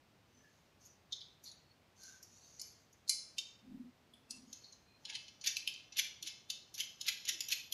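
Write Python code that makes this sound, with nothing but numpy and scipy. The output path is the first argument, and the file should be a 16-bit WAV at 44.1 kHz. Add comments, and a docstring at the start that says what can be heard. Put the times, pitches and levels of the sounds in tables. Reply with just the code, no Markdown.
"""A nut on an anchor bolt

In a bare, quiet room a nut is worked by hand onto a bolt that holds a steel plate to a wall. It clinks
against the tip as fingers rub the steel; then it is flicked along the thread: a tick as the finger
catches it, and a rattle whose blows come faster and harder. Each impact gives a damped clack and
excites the modes of the steel. A low muffled drone swells twice."""
import sys
import numpy as np
from scipy import signal
from scipy.fft import rfft, irfft
from scipy.io import wavfile
from scipy.ndimage import uniform_filter1d

SR = 44100
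rng = np.random.default_rng(int(sys.argv[2]) if len(sys.argv) > 2 else 0)


def unload_wav(signal):
    """Save mono or channel-first audio to the path in sys.argv[1] as 16-bit WAV at rate SR, clipped to [-1, 1]."""
    wavfile.write(
        sys.argv[1],
        SR,
        np.round(np.clip(np.atleast_2d(signal).T, -1, 1) * 32767).astype(np.int16),
    )


N = 340893
LEAD_S = .02  # time left for the faint swell of noise that softens the start of each blow
THREADED_S, SPINNING_S = 4.0, 6.7  # the nut has caught the thread; it spins freely

# The nut feels for the thread. Each row: time in seconds, level in dB, chatter time in seconds, contact
# pitch in Hz, then in dB the colour at 6, 9 and 11.6 kHz, the relative ring and the resonance height.
CLINKS = [(0.85, -31.5, 0.0076, 5560, 5.5, -12, 4, -18, 8),
          (1.1237, -8, 0.0023, 3225, -6, -23, -27, -28, 15.5),
          (1.207, -17.5, 0.0049, 3220, -18, -27, -40, -17, 13),
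          (1.438, -25.5, .004, 4750, 7, -6.5, 2, -5, -6),
          (1.456, -14.5, 0.013, 3950, -11, -23, -20, -15, 5),
          (1.513, -27.5, .0023, 3420, 8.5, -23, -14, -14, 13),
          (2.033, -22.5, 0.0012, 4200, -6, -13, -3, -6, 8), (2.228, -26, 0.0014, 4800, 7.5, -6, 6, -6, 5),
          (2.595, -15.5, 0.0019, 4200, 4.5, -6, -24.5, -3, 6.5),
          (2.615, -15, 0.00095, 4270, 1, -10, 4, -8.5, 7), (2.928, -37, 0.0013, 5300, 9.5, -9.5, 3, -5, 3),
          (3.078, -17, .001, 4020, -2, -9, -31, -32, 10),
          (3.0943, 5.5, 0.00072, 4180, 1.5, -3, -11, -5.5, 5),
          (3.382, -0.5, 0.0018, 2640, -6.5, -14.5, -15.5, -32, 2.5),
          (4.136, -37.5, 0.0013, 2940, -26, 3, -1, -1, 15),
          (4.3078, -11, 0.00033, 4260, 2.5, -2, -10, -12, 0.5),
          (4.528, -14, 0.0016, 3400, 2, -20, -11, -10, -3.5),
          (4.642, -28, .0028, 3770, -3, -26, -24, -4, 14),
          (4.722, -29.5, 0.0037, 3700, 9, -13, -21, -4, 16)]
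def nut(tail_count=5, size=18000):
    """Impact excitation: every clink, tick and rattle is a clack plus the free vibration of the steel."""
    since, hz = np.arange(size) / SR - LEAD_S, np.fft.rfftfreq(size, 1 / SR)
    _, tip_db, thread_db, _ = np.transpose(STEEL_MODES)
    tip = steel_ring(since, hz, tip_db, hollow=0.12)
    thread = steel_ring(since, hz, thread_db, hollow=0.39)
    groups = np.zeros((tail_count, N))  # contacts take turns among five room tails, so no pitch stands out
    for k, (s, *strike) in enumerate([*CLINKS, *ticks(), *rattles()]):
        clack, ring = contact(since, hz, *(thread if s > THREADED_S else tip), *strike)
        if s > SPINNING_S:
            ring = ring + shiver(clack, since, hz)
        add(groups[k % tail_count], s - LEAD_S, clack + ring)
    return sum(room(group) for group in groups)

# A finger catches the nut. Each row: time in seconds, level in dB, chatter time in seconds,
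# contact pitch in Hz, colour in dB at 6 kHz and at 11.6 kHz.
TICKS = [(5.052, -9, 0.0014, 3160, -9, -33), (5.281, -22.5, 0.0011, 2500, 0, -34),
         (5.412, -15.5, .002, 3770, 1, -34), (5.5678, -3, 0.00048, 2530, -1, -4),
         (5.675, -3, 0.0005, 2440, -4.5, -5), (5.738, -19.5, 0.00089, 2410, 0.5, -16),
         (5.922, -21, 0.0043, 2580, 2, -52), (6.2264, -7, 0.001, 3190, -1.5, -8.5),
         (6.4995, -1.5, 0.0022, 2980, -2.5, -10.5), (6.741, -13.5, 0.0037, 3430, 1.5, 1.5),
         (7.0123, -7, .0004, 3380, 0.5, -5.5), (7.2527, -12.5, 0.0011, 2500, 5, -6),
         (7.4061, -4.5, 0.00027, 2130, -0.5, 2), (7.4852, -10.5, 0.0015, 2550, 6, 3),
         (7.7235, -6, 0.00034, 2980, 0.5, 5)]
def ticks():
    """Impulsive excitation: each catch of the finger is a single blow on the thread."""
    for tick in TICKS:
        yield on_thread(*tick, hump_db=3, full_ring_db=-13)

# The flicked nut rattles. 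Each row: time of the hardest blow in seconds, its level in dB,
# run-up in seconds, contact pitch in Hz, colour in dB at 6 kHz and at 11.6 kHz.
RATTLES = [(5.096, -11.5, 0.0077, 2120, -4, -26), (5.1509, -7.5, .018, 2270, -4, -22),
           (5.471, 2.5, 0.032, 2040, -1.5, -5.5), (5.9887, 3.5, 0.02, 1940, -0.5, -3),
           (6.2714, -6.5, 0.011, 2350, -2.5, -10), (6.801, -3.5, 0.022, 2220, 1.5, -0.5),
           (7.082, 1.5, 0.017, 1800, -0.5, -2), (7.2878, 1, .009, 1990, 3, -2),
           (7.5209, 2, .017, 2200, -0.5, -3)]
def rattles(growth_db=11.5, jitter_s=.0005, chatter_s=0.003, soft_pitch_rise=0.17):
    """Repeated impact: three blows come closer and harder, the softer ones resonating higher."""
    for s, level_db, run_up, pitch_hz, treble_db, zing_db in RATTLES:
        for to_go in (1, 0.37, 0):  # share of the run-up still ahead
            at = s - to_go * (run_up + jitter_s * rng.standard_normal())
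            blow_db = level_db - growth_db * np.sqrt(to_go)
            blow_hz = pitch_hz * (1 + soft_pitch_rise * to_go)
            yield on_thread(at, blow_db, chatter_s, blow_hz, treble_db, zing_db,
                            hump_db=-3.5, full_ring_db=-12.5)

def on_thread(s, level_db, chatter_s, pitch_hz, treble_db, zing_db, hump_db, full_ring_db):
    """Nonlinear contact: the harder a blow on the thread, the smaller the share of ring to clack."""
    top_db = -14 + 0.17 * zing_db
    ring_db = full_ring_db - 0.5 * level_db
    return s, level_db, chatter_s, pitch_hz, treble_db, top_db, zing_db, ring_db, hump_db

def contact(since, hz, steel, hollow_db, level_db, chatter_s, pitch_hz, treble_db, top_db, zing_db,
            ring_db, hump_db, clack_t60=0.028):
    """Source and filter: one blow gives a clack, damped at once by the fingers, and a longer ring."""
    knock = rng.standard_normal(len(since)) * gain_of(-60 * (since + LEAD_S) / clack_t60)
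    clack = signal.fftconvolve(contact_force(since, chatter_s), knock)[:len(since)]
    clack = unit_rms(clack) / np.sqrt(len(since))
    # the contact resonates just above its pitch and moves lower modes poorly
    octaves = np.log2((hz + 1) / pitch_hz)
    below = np.maximum(-octaves, 0)
    low_cut_db = np.maximum(-(44 + 4 * max(hump_db, 0)) * below, -23 - 7 * below)
    peak_db = hump_db * np.exp(-((octaves - .16) / .17) ** 2)
    # the treble steps down above 7 kHz and rises again where loose metal shivers
    colour_db = curve_at([(5200, 0.0021), (6000, treble_db), (6950, treble_db),
                          (7500, top_db - 1.5), (8300, top_db - 3), (10200, top_db - 1.5),
                          (11600, zing_db), (12600, zing_db - 12), (15000, zing_db - 27)], hz)
    clack = irfft(rfft(clack) * minimum_phase(colour_db + low_cut_db + peak_db + hollow_db))
    ring = irfft(steel * minimum_phase(0.96 * colour_db - 12 * below)) * gain_of(ring_db - 6)
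    return gain_of(level_db) * clack, gain_of(level_db) * ring

def contact_force(since, chatter_s, bounces_per_s=4000, swell_s=0.0062):
    """Contact chatter: an impulse, its start softened by a faint swell of noise, then tiny rebounds."""
    age = np.maximum(since, 0) / chatter_s
    envelope = .45 * age * np.exp(1 - age) + 0.073 * np.exp(-abs(since) / swell_s)
    force = envelope * sparse_noise(len(since), bounces_per_s)
    force[np.argmin(abs(since))] = 1
    return force

# Modes of nut, bolt and plate. Each row: frequency in Hz, level in dB with the nut on the bolt's tip,
# level in dB with it on the thread, time to decay by 60 dB in seconds.
STEEL_MODES = [(899, -20, -7, .4), (1660, -25, -3, .25), (2133, 3, -2, .3), (2350, 4, -5, .2),
               (2635, -18, -1, .45), (2964, -20, -4, .45), (3007, -2, -6, .26), (3112, -22, -1, .45),
               (3478, -16, -4, .45), (4141, -9, 0, .45), (4543, 2, -7, .3), (4680, -5, -9, .45),
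               (4759, -3, -5, .5), (5215, -1, -2, .45), (5781, -14, -3, .5), (6060, -5, -2, .45),
               (6379, -4, -12, .35), (6860, -9, -6, .4), (7930, -7, -8, .35), (8590, -6, -5, .35),
               (9459, -3, -4, .4), (9805, 3, 6, .33), (10126, -5, -5, .4), (10330, -5, -10, .3),
               (11120, 0, 1, .32), (11930, -7, -12, .25), (13450, -2, -14, .25)]
def steel_ring(since, hz, mode_db, hollow, width_hz=70):
    """Modal superposition: the spectrum of the damped modes, and the colour in dB they lend a clack."""
    mode_hz, _, _, t60 = np.transpose(STEEL_MODES)[:, :, None]
    after, mode_db = np.maximum(since, 0), mode_db[:, None]
    ring = (gain_of(mode_db - 60 * after / t60) * np.sin(2 * np.pi * mode_hz * after)).sum(0)
    peaks = gain_of(mode_db) / (1 + ((hz - mode_hz) / width_hz) ** 2)
    crowding = (peaks.sum(0) + 0.047) ** hollow
    crowding /= crowding[(hz > 3000) & (hz < 7000)].mean()
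    return rfft(ring / np.linalg.norm(ring)), 10 * np.log10(crowding)

def shiver(clack, since, hz, centre_hz=11600, width_hz=260, t60=0.51):
    """Narrow-band resonance: loose metal on the thread keeps shivering after a clack."""
    tail = rng.standard_normal(len(since)) * gain_of(-60 * np.maximum(since, 0) / t60)
    band = 1 / (1 + 1j * (hz - centre_hz) / width_hz) ** 2
    return gain_of(-7) * irfft(rfft(clack) * rfft(tail / np.linalg.norm(tail)) * band)

# Spectrum of the grinding thread. Each row: frequency in Hz, relative level in dB.
SCRAPE_COLOUR = [(500, -23.5), (900, -15.5), (1150, -14.5), (1450, -4.5), (1700, 4.5), (1950, -2),
                 (2600, 10), (4000, 12), (6500, -17.5), (7600, -28), (11500, -25), (15000, -38)]
def scrape(grains_per_s=1800, lead_s=0.05, length_s=0.12, relative_db=-50.5):
    """Sliding friction: the thread grinds in fine grains as the nut spins, swelling with each rattle."""
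    grains = coloured(sparse_noise(N, grains_per_s), SCRAPE_COLOUR)
    spins = [(s - lead_s, length_s, db + relative_db) for s, db, *_ in RATTLES]
    return swells(spins, peak=0.4, sharpness=2) * grains

# Fingers stroke the steel. Each row: start in seconds, length in seconds, relative level in dB.
STROKES = [(.25, 0.53, -66), (.79, 0.11, -53), (1.42, 0.1, -50.5), (1.95, 0.26, -47), (2.15, 0.76, -54),
           (2.6, 0.095, -57.5), (4.42, 0.35, -57.5), (4.95, 0.38, -61.5)]
# Spectrum of the rubbing. Each row: frequency in Hz, relative level in dB.
RUB_COLOUR = [(1500, -22.5), (3000, -14.5), (4000, -7), (4450, -3), (4900, -7), (6200, 5), (7000, -1),
              (8200, -22), (11800, -11.5), (15000, -39)]
def fingers(grains_per_s=1500, shift_db=4):
    """Stick-slip friction: skin and thread catch in tiny grains, whose resonances shift with the grip."""
    grains = (rng.random(N) < grains_per_s / SR) * rng.choice([-1, 1], N)
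    spectra = signal.stft(grains, SR, nperseg=512)[2]
    patches = uniform_filter1d(rng.standard_normal(spectra.shape), size=4, axis=0)
    patches = unit_rms(uniform_filter1d(patches, size=12, axis=1))  # smooth in frequency and time
    grains = signal.istft(spectra * gain_of(shift_db * patches), SR, nperseg=512)[1][:N]
    pressure = swells(STROKES, peak=0.4, sharpness=1.1)
    return gain_of(-13.5) * pressure * coloured(grains, RUB_COLOUR)

def rubbed_steel(grains, ring_db=-10, size=18000):
    """Forced vibration: rubbing also sets the modes of the steel ringing faintly."""
    since, hz = np.arange(size) / SR, np.fft.rfftfreq(size, 1 / SR)
    tip_db = np.transpose(STEEL_MODES)[1]
    ring, _ = steel_ring(since, hz, tip_db, hollow=0)
    return grains + gain_of(ring_db) * signal.fftconvolve(grains, irfft(ring))[:N]

# Faint, brief tones as the steel is rubbed and handled.
# Each row: start in seconds, length in seconds, pitch in Hz, level in dB.
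HANDLING_TONES = [(.3, 0.17, 6070, -74), (0.365, .19, 1710, -69), (.84, 0.15, 5930, -70.5),
                  (1.42, 0.15, 10040, -69.5), (1.64, 0.14, 4370, -73.5), (1.95, 0.32, 1547, -65),
                  (2.42, 0.13, 4500, -72), (2.59, 0.18, 11300, -73), (4.27, 0.14, 2670, -64),
                  (4.58, 0.17, 4330, -64), (4.8, .26, 4150, -74), (4.84, 0.18, 2470, -75.5),
                  (4.98, 0.26, 893, -70.5), (5.06, 0.13, 1690, -64)]
# The hands bump softly. Each row: start in seconds, length in seconds, pitch in Hz, level in dB.
BUMPS = [(.33, 0.12, 263, -70.5), (6.19, 0.11, 307, -72.5), (7.29, .14, 340, -66)]
def handling(rows, width_hz):
    """Narrow-band noise: each row is a brief, fuzzy tone that swells and fades."""
    out, hz = np.zeros(N), np.fft.rfftfreq(SR, 1 / SR)
    for s, length, pitch_hz, db in rows:
        band = rfft(rng.standard_normal(SR)) / (1 + ((hz - pitch_hz) / width_hz) ** 2)
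        tone = unit_rms(irfft(band)[:int(length * SR)])
        add(out, s, gain_of(db) * tone * np.hanning(len(tone)))
    return out

# The muffled drone swells. Each row: start in seconds, length in seconds, level in dB.
DRONE_SWELLS = [(3.61, 0.33, -50.5), (3.85, 0.52, -76), (4.24, 0.35, -62)]
# Spectrum of the drone. Each row: frequency in Hz, relative level in dB.
DRONE_COLOUR = [(30, -24.5), (110, -32), (185, -12.5), (210, -6.5), (235, 0), (265, 0), (285, -20),
                (340, -21), (600, -60)]
def drone(steadiness=0.45):
    """Envelope fluctuation: a narrow band of low noise flutters, partly steadied, as it swells."""
    band = coloured(rng.standard_normal(N), DRONE_COLOUR)
    flutter = np.sqrt(abs(uniform_filter1d(band ** 2, size=2200)) + 1e-9)
    return swells(DRONE_SWELLS, peak=0.47, sharpness=1.53) * unit_rms(band / flutter ** steadiness)

# Decay of the bare room. 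Each row: frequency in Hz, reverberation time in seconds.
ROOM_T60 = [(500, 0.61), (2500, 0.48), (5000, 0.48), (7000, 0.41), (11000, 0.24), (15000, 0.25)]
def room(x, wet_db=-6.0, gap_s=0.00032, build_s=0.00045):
    """Reverberation: bare walls return dense reflections, each band dying at its own rate."""
    hz, t, spectra = signal.stft(sparse_noise(SR, per_s=5000), SR, nperseg=256)
    decay = gain_of(-60 * t / curve_at(ROOM_T60, hz)[:, None])
    tail = signal.istft(spectra * decay, SR, nperseg=256)[1]
    tail *= 1 - np.exp(-np.maximum(np.arange(len(tail)) / SR - gap_s, 0) / build_s)
    return x + gain_of(wet_db) * signal.fftconvolve(x, tail / np.linalg.norm(tail))[:N]

# Spectrum of the room tone. Each row: frequency in Hz, relative spectral density in dB.
AIR_COLOUR = [(15, -59), (25, -25.5), (62, -7), (91, -2.5), (144, -4.5), (482, -12), (648, -12),
              (1490, -17.5), (1750, -18), (2560, -18.5), (5280, -24), (7500, -30.5), (10100, -35.5),
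              (11800, -34), (15500, -36)]
def room_tone(level_db=-70):
    """Stationary noise: a faint, steady hush, strongest in the bass."""
    return gain_of(level_db) * coloured(rng.standard_normal(N), AIR_COLOUR)

def gain_of(db):
    """Decibels as an amplitude ratio."""
    return 10 ** (np.asarray(db) / 20)

def unit_rms(x):
    """Normalisation to an rms of 1."""
    return x / np.sqrt(np.mean(x ** 2) + 1e-20)

def curve_at(points, hz):
    """Interpolation on a log-frequency axis."""
    f, value = np.transpose(points)
    return np.interp(np.log(hz + 1), np.log(f + 1), value)

def add(mix, s, sound):
    """Superposition of a sound on the mix at time s."""
    part = mix[max(round(s * SR), 0):][:len(sound)]
    part += sound[:len(part)]

def sparse_noise(size, per_s):
    """Shot noise: impulses of random time and strength."""
    return rng.standard_normal(size) * (rng.random(size) < per_s / SR)

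def coloured(x, points):
    """Spectral shaping, at an rms of 1."""
    response = gain_of(curve_at(points, np.fft.rfftfreq(len(x), 1 / SR)))
    return unit_rms(irfft(rfft(x) * response, len(x)))

def minimum_phase(db):
    """Causality: the response with these gains that does not sound before it is struck."""
    log_gain = np.log(gain_of(np.maximum(db, -100)))
    circle = np.concatenate([log_gain, log_gain[-2:0:-1]])
    return np.exp(np.conj(signal.hilbert(circle)))[:len(db)]

def swells(rows, peak, sharpness):
    """Amplitude envelope: each row rises to its level at the share `peak` of its length, then falls."""
    out = np.zeros(N)
    for s, length, db in rows:
        arch = np.interp(np.arange(0, length, 1 / SR) / length, [0, peak, 1], [0, 1, 0])
        add(out, s, gain_of(db) * np.sin(np.pi / 2 * arch) ** sharpness)
    return out

def scene():
    """Superposition: the nut, the hands, the drone and the room tone add in one channel."""
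    air = room_tone()
    friction = room(rubbed_steel(fingers()) + scrape())
    hands = handling(HANDLING_TONES, width_hz=45) + handling(BUMPS, width_hz=26)
    return (nut() + friction + hands + drone() + air)[None]

def record(dry, edge_hz=15600):
    """Band limiting: a steep low-pass filter removes the highest treble."""
    low_pass = signal.firwin(511, edge_hz, window=("kaiser", 9), fs=SR)
    return signal.oaconvolve(dry, low_pass[None], "same")

dry = scene()
out = record(dry)
unload_wav(out)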